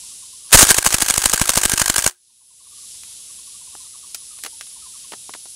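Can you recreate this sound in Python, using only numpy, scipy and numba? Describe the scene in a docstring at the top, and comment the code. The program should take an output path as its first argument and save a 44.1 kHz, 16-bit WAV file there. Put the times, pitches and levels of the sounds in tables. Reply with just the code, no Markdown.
"""A gas-driven airsoft rifle fires twenty rounds in one burst on a grassy hillside, until its magazine is empty.
Each round is noise shaped into a fixed run of metal blows that ring the body, plus a low puff of gas.
Then the magazine is pulled and the bolt worked by hand: short clicks made of filtered noise.
Behind are pulsed cicada tones, a far bird's short falling notes and a noise bed of wind and insects.
A gain control turns the level down under loud sounds and lets it return slowly."""
import sys
import numpy as np
from scipy import signal
from scipy.fft import rfft, irfft
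from scipy.io import wavfile
from scipy.ndimage import uniform_filter1d
from numba import njit

SR = 44100
rng = np.random.default_rng(int(sys.argv[2]) if len(sys.argv) > 2 else 0)


def wrap_up_sound(samples):
    """Save the sound to the file named by the first command line argument, as 16-bit audio."""
    columns = np.atleast_2d(samples).T
    # keep every value between -1 and 1, then stretch to whole-number steps
    tamed = np.clip(columns, -1, 1)
    steps = np.round(tamed * 32767).astype(np.int16)
    wavfile.write(sys.argv[1], SR, steps)


N = 244755  # length in samples


def undb(db):
    """Turn dB into a gain."""
    return 10 ** (np.asarray(db) / 20)


def unit(x):
    """Scale a signal to an rms level of 1."""
    return x / np.sqrt(np.mean(x ** 2))


def noise():
    """Plain white noise, as long as the scene."""
    return rng.standard_normal(N)


def band(x, hz, width_hz):
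    """One resonance, with gain 1 at its centre."""
    return signal.lfilter(*signal.iirpeak(hz, hz / width_hz, fs=SR), x)


def colour(x, points):
    """Filter that follows (Hz, dB) points and never sounds ahead of its input."""
    hz, db = np.transpose(points)
    grid_hz = np.linspace(1, SR / 2, 4097)
    log_gain = np.interp(np.log(grid_hz), np.log(hz), db) * np.log(10) / 20
    # fold the cepstrum onto positive times: this makes the filter minimum-phase
    cepstrum = irfft(log_gain)
    cepstrum[1:4096] *= 2
    cepstrum[4097:] = 0
    response = irfft(np.exp(rfft(cepstrum)))
    return signal.fftconvolve(x, response)[:N]


def walk(rate):
    """Smooth random wander with rms 1, given new values `rate` times a second."""
    k = int(SR / rate)
    steps = np.repeat(rng.standard_normal(N // k + 1), k)
    smooth = uniform_filter1d(uniform_filter1d(steps, k), k)
    return unit(smooth[:N])


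def bursts(s, db, ms, edge_ms):
    """Envelope of many bursts: a quick rise, a sagging plateau of the given length, a quick fall."""
    out, t_ms = np.zeros(N + 2000), np.arange(2000) / SR * 1000
    for start, level_db, length in zip(s, db, np.maximum(ms, .3)):
        i = int(start * SR)
        rise = 1 - np.exp(-t_ms / edge_ms)
        sag = np.exp(-.8 * t_ms / length)
        fall = np.exp(-np.maximum(t_ms - length, 0) / edge_ms / 2)
        out[i:i + 2000] += undb(level_db) * rise * sag * fall
    return out[:N]


def linger(x, seconds):
    """Smear an envelope with a tail that dies away exponentially."""
    return signal.lfilter([1 / (seconds * SR)], [1, -np.exp(-1 / (seconds * SR))], x)


def field():
    """Wind in grass and a far insect chorus: noise whose half octaves flicker alone and swell together."""
    # Broad colour of the bed. Each row: frequency in Hz, level in dB per Hz.
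    field_points = [(20, -29), (60, -6.5), (130, -12), (700, -23), (1800, -23), (3200, -7.5), (7000, -3),
                    (10100, -1), (12900, -19.5), (15500, -38.5)]
    level_db = -40
    bed = colour(noise(), field_points)
    swell_db = .7 * walk(6)
    bands = []
    for hz in 30 * 2 ** np.arange(0, 9.2, .5):
        flicker = undb(swell_db + 1.2 * walk(15))
        bands.append(flicker * band(bed, hz, hz / 2.8))
    return undb(level_db) * unit(sum(bands))


def cicadas():
    """A drum struck afresh many times a second, each ring starting anew; the pulse rate wavers a little."""
    # Each row is one cicada: song pitch in Hz, time constant of the ring's decay in ms, average level in dB.
    songs = [(10350, 1.8, -45), (9630, 0.82, -50.5)]
    # Average number of drum pulses a second (Hz), one for each cicada.
    pulse_rates = [125.45, 123.6]
    out = 0
    for (hz, ms, db), rate in zip(songs, pulse_rates):
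        wavering_rate = rate * (1 + .0007 * walk(1.5) + .001 * walk(40))
        since = np.cumsum(wavering_rate) / SR % 1 / rate  # seconds since the last strike
        envelope = (since * rate) ** .5 * np.exp(-since * 1000 / ms)
        pulse = np.sin(2 * np.pi * hz * since) * envelope
        flicker_db = 1.1 * walk(4.1) + 1.5 * walk(60)
        out = out + undb(db + flicker_db) * unit(pulse)
    return out


def bird():
    """Short near-sine notes that fall in pitch, each a little different, smeared by the trees."""
    # Each row is one note: time in seconds (7 ms before its loudest point), level in dB, middle pitch in Hz.
    near_notes = [(0.032, -53, 993), (0.113, -56, 1135), (0.226, -52.5, 1040), (0.329, -52, 1056),
                  (0.467, -57.5, 1084), (2.295, -54, 990), (2.409, -53, 990), (2.505, -52, 1010),
                  (2.601, -51, 1076), (2.659, -52, 1100), (2.716, -50, 1166), (2.77, -51, 1170),
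                  (2.827, -56, 1140), (2.941, -62.5, 1000), (3.075, -61.5, 950), (3.19, -61, 1123),
                  (3.293, -54, 1120), (3.385, -55, 1060), (3.47, -53, 1110), (3.539, -52.5, 1156),
                  (3.611, -53, 1000), (3.671, -53, 1010), (3.729, -53, 1070), (3.802, -53, 1030),
                  (3.85, -55, 1160), (3.941, -50.5, 1140), (4.031, -48.5, 1133), (4.216, -56.5, 1080),
                  (4.309, -51.5, 1225), (4.37, -51.5, 1170), (4.527, -54, 907), (4.761, -50, 984),
                  (4.823, -50, 1230), (4.859, -47, 1026), (4.944, -51, 1145), (5.041, -51, 1084)]
    # sixty faint notes of a second bird, with the same columns
    second_bird = rng.uniform((0, -68, 900), (5.1, -60, 1200), (60, 3))
    notes = np.vstack([second_bird, near_notes])
    variety = rng.uniform(.6, 1.3, (len(notes), 2))
    out, t = np.zeros(N + 3000), np.arange(3000) / SR - .014  # t is 0 at the loudest point
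    for (s, db, hz), (fall, length) in zip(notes, variety):
        pitch = hz * np.exp(-fall * (11 * t + 200 * t ** 2))  # falls faster and faster
        phase = 2 * np.pi * np.cumsum(pitch) / SR
        i = max(int((s - .007) * SR), 0)
        out[i:i + 3000] += undb(db) * np.sin(phase) * np.exp(-(t / (.01 * length)) ** 2)
    smear = rng.standard_normal(5000) * np.exp(-np.arange(5000) / SR / .02)
    return out[:N] + undb(-28) * signal.fftconvolve(out, smear)[:N]


def handling():
    """Short clicks of catch and steel with a dull knock of the hollow body, each trailing off in a scrape."""
    # Magazine, catch and charging handle. Each row: start in seconds, click level in dB before the gains
    # below, dull part in dB against the click, treble in dB against the click, length in ms.
    contacts = [(3.034, -30.5, -27, -4, 1.7), (3.751, -40, 3, 5, 1.7), (4.1454, -24.5, -49, 4, 3.14),
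                (4.386, -36, -22, -10, 3.2), (4.4363, -18, -38, -2, 1.8), (4.447, -32, -10, -3, 4.3),
                (4.4607, -20, -11.5, -9, 2.9), (4.6097, -11, -48, -10, 0.98), (4.668, -39, -20, -8, 2.6),
                (5.1194, -26, -8, -29, 3.4), (5.1326, -37, -1.5, -17, 6.3), (5.2926, -39, 8.5, -10, 1.76),
                (5.3363, -23.5, -26, -22, 3.1), (5.3484, -43.5, 10, -5, 1.9), (5.4546, -47, 3, -4, 3.2)]
    # Resonances of the hand-held parts. Each row: frequency in Hz, width in Hz, level in dB.
    click_modes = [(1610, 870, -3), (2380, 1540, -2.5), (3100, 1100, -8)]
    s, db, dull_db, treble_db, ms = np.transpose(contacts)
    grit = undb(2.5 * walk(1500))

    def rough(extra_db):
        """Gritty noise under the contacts' envelope and its scraping tail."""
        envelope = bursts(s, db + extra_db, ms, 1.0)
        return noise() * grit * (envelope + undb(1) * linger(envelope, 0.0079))

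    click, knock, tick = rough(0), rough(dull_db), rough(treble_db)
    bright = sum(undb(d) * band(click, hz, width) for hz, width, d in click_modes)
    dull = band(knock, 774, 340) + band(knock, 430, 350)
    treble = band(band(tick, 7100, 8200), 5800, 8600)
    return undb(5.0) * bright + undb(17.5) * dull + undb(8.5) * treble


def action():
    """The rifle's cycle: light contacts and heavy slams as (s, dB, length ms), gas vents as (s, dB)."""
    # One row per round: bolt closes in seconds, closing in dB, hammer in dB, slam against the buffer in dB,
    # vent lag after the slam in ms, vent in dB; all levels come before the rifle's gains.
    # Before the first round the bolt already rests shut.
    rounds = [(0.5076, -65.5, -28, -9, 5.15, -15.5), (0.5885, -0.5, 1, 5.5, 7.5, -3.5),
              (0.6672, -0.5, 2.5, 9.5, 8.7, -9), (0.7456, -2, -1, 7, 3.7, -13.5),
              (0.8255, -8, 2.5, 8.5, 8, -12.5), (0.9047, -7, 1.5, 5.5, 3.7, -12.5),
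              (0.9835, -7.5, -1, 6.5, 6.9, -19), (1.0616, -7, -2.5, 2, 8, -22),
              (1.1395, -6.5, -5.5, 0.5, 4.5, -18.5), (1.2181, -8.5, -3.5, 3.5, 7.2, -19.5),
              (1.2964, -9.5, -8.5, 3.5, 8, -22), (1.376, -10, -11, 0, 2.7, -13),
              (1.4552, -12, -10.5, 0, 6.1, -29), (1.5343, -13, -6, -1, 2, -18),
              (1.614, -14, -4, -5, 6.2, -23.5), (1.6954, -9.5, -9.5, -6, 3.5, -20),
              (1.7763, -12.5, -10, -5.5, 3.2, -23), (1.8588, -14, -8.5, -5, 2.1, -25.5),
              (1.941, -17, -8, -9, 5.7, -30), (2.0221, -14.5, -11.5, -8.5, 4.1, -26.5)]
    # The next three list the contacts of one round. Each row: delay in ms, level in dB against
    # its blow, length in ms before the stretch below.
    # Counted from closing: the bolt strips a pellet, rubs, shuts; the sear lets go.
    closing_steps = [(-17.5, -8, 3), (-12, -14.5, 5), (-0.5, 2, 4.46), (13.5, -2.5, 0.5)]
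    # Counted from closing: the hammer swings, strikes the valve.
    hammer_steps = [(16.5, -9.5, 3), (20, -2, 4.73)]
    # Counted from the slam: the bolt scrapes back, hits the buffer, rebounds.
    slam_steps = [(-6, -12.5, 6.7), (0, 2.5, 2.72), (3.5, -6, 2.4)]
    # The trigger breaks; at the end the empty bolt catches open and settles twice.
    # Each row: start in seconds, level in dB before the rifle's gains, length in ms.
    ends = [(0.5175, -44.5, 2.6), (2.0756, -7, 2.34), (2.0895, -31, 1.5), (2.11, -42, 2)]
    slam_delay_ms, slowing_ms = 36, .22  # closing to slam; added each round as the gas cools
    fresh_stretch, fresh_rounds = 4.1, 0.89  # extra length of the first blows; rounds over which it fades
    scatter_ms, scatter_db = .5, 1.5

    s, close_db, hammer_db, slam_db, lag_ms, vent_db = np.transpose(rounds)
    k = np.arange(len(s))
    slam_s = s + (slam_delay_ms + slowing_ms * k) / 1000
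    stretch = 1 + fresh_stretch * np.exp(-k / fresh_rounds)

    def play(at, level, steps):
        """Every round repeats the steps, never quite alike."""
        luck = rng.standard_normal((len(steps), 2, len(s)))
        played = []
        for (ms, db, length), (early_late, soft_loud) in zip(steps, luck):
            start = at + (ms + early_late * scatter_ms) / 1000
            played.append((start, level + db + soft_loud * scatter_db, length * stretch))
        return np.hstack(played)

    closing, hammer = play(s, close_db, closing_steps), play(s, hammer_db, hammer_steps)
    light = np.hstack([closing, hammer, np.transpose(ends)])
    return light, play(slam_s, slam_db, slam_steps), (slam_s + lag_ms / 1000, vent_db)


def rifle():
    """Blows crack and ring the metal body; loose parts rattle, the slope answers faintly, vented gas thumps."""
    # Modes of the metal body. Each row: frequency in Hz, level in dB,
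    # time to die away by 60 dB in seconds.
    body_modes = [(1605, -0.5, 0.021), (3010, -13, 0.0054), (4435, -17.5, .01), (6720, -9.5, 0.003),
                  (7820, -5, 0.023), (9240, -8, 0.0035)]
    # Broad colour of a blow. Each row: frequency in Hz, level in dB per Hz.
    blow_colour = [(150, -23.5), (300, -3.5), (1000, -4), (3300, -9), (9000, -3), (15500, -17.5)]
    # A slow low swell follows the first shot.
    # One row: start in seconds, level in dB before the last gain, length in ms.
    first_swell = (.549, -3.3, 18)
    # Recoil spring, rung by each vent. One row: frequency in Hz, level in dB against the vent,
    # time to die away by 60 dB in seconds.
    spring = (360, 2, .15)
    near_db = 24  # last gain of the whole rifle: firing is very loud
    rise_ms = .8  # edge of a metal blow
    light_body_db = -7  # all blows but the slam move little of the heavy body
    rattle_low_hz = 890  # small loose parts carry little below this

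    light_blows, heavy_blows, (vent_s, vent_db) = action()
    grit = undb(3.0 * walk(2000))  # many tiny contacts
    light = grit * bursts(*light_blows, rise_ms)
    heavy = grit * bursts(*heavy_blows, rise_ms)
    blow = light + heavy

    loose_parts = undb(-3 + 5.2 * walk(700)) * linger(blow, .012)
    slope_answer = undb(-29) * linger(blow, 0.037)
    high_pass = signal.butter(2, rattle_low_hz, "high", fs=SR)
    thin = signal.lfilter(*high_pass, noise() * (loose_parts + slope_answer + light))
    body = colour(noise() * (heavy + undb(light_body_db) * light) + thin, blow_colour)
    flat = np.std(colour(noise(), blow_colour))  # level of steady noise in this colour

    ring = 0
    for hz, db, t60 in body_modes:
        # each blow lands elsewhere and wakes the modes in a new balance
        woken = body * undb(3.5 * walk(50))
        ring = ring + undb(db) * band(woken, hz, np.log(1000) / np.pi / t60)

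    vent = undb(13.5) * bursts(vent_s - .002, vent_db, np.full(len(vent_s), 2.0), 0.16)
    spring_hz, spring_db, spring_t60 = spring
    twang = undb(spring_db) * band(vent, spring_hz, np.log(1000) / np.pi / spring_t60)
    jolt = undb(-19 + 2.6 * walk(72)) * linger(blow, 0.00049)  # every blow shakes the air a little, too
    swell = bursts(*np.transpose([first_swell]), 1.0)
    thumps = swell - vent - jolt + twang
    metal = (undb(-0.5) * body + undb(1.5) * ring) / flat
    return undb(near_db) * (metal + thumps)


def scene():
    """Everything as it reaches the one microphone."""
    return (field() + cicadas() + bird() + handling() + rifle())[None]


@njit
def duck(x, top, attack, release, slope):
    """Gain control: follows the peaks up faster than it lets go, and turns down what exceeds `top`."""
    y, level = np.empty(len(x)), 0.
    for i in range(len(x)):
        size = abs(x[i])
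        level += (size - level) * (attack if size > level else release)
        y[i] = x[i] * (top / max(level, top)) ** slope
    return y


def record(dry):
    """Bass cut that swings each thump back, gain control, hard clipping, steep top cut."""
    top_hz = 15690
    attack_s, release_s = 0.059, .24
    bass_cut = signal.butter(1, 25, "high", fs=SR, output="sos")
    top_cut = signal.ellip(8, .2, 45, top_hz, fs=SR, output="sos")
    heard = signal.sosfilt(bass_cut, dry[0])
    held = duck(heard, float(undb(-20)), 1 / (attack_s * SR), 1 / (release_s * SR), 0.82)
    clipped = np.clip(held, -.97, .97)
    return signal.sosfilt(top_cut, clipped)[None]


dry = scene()
out = record(dry)
wrap_up_sound(out)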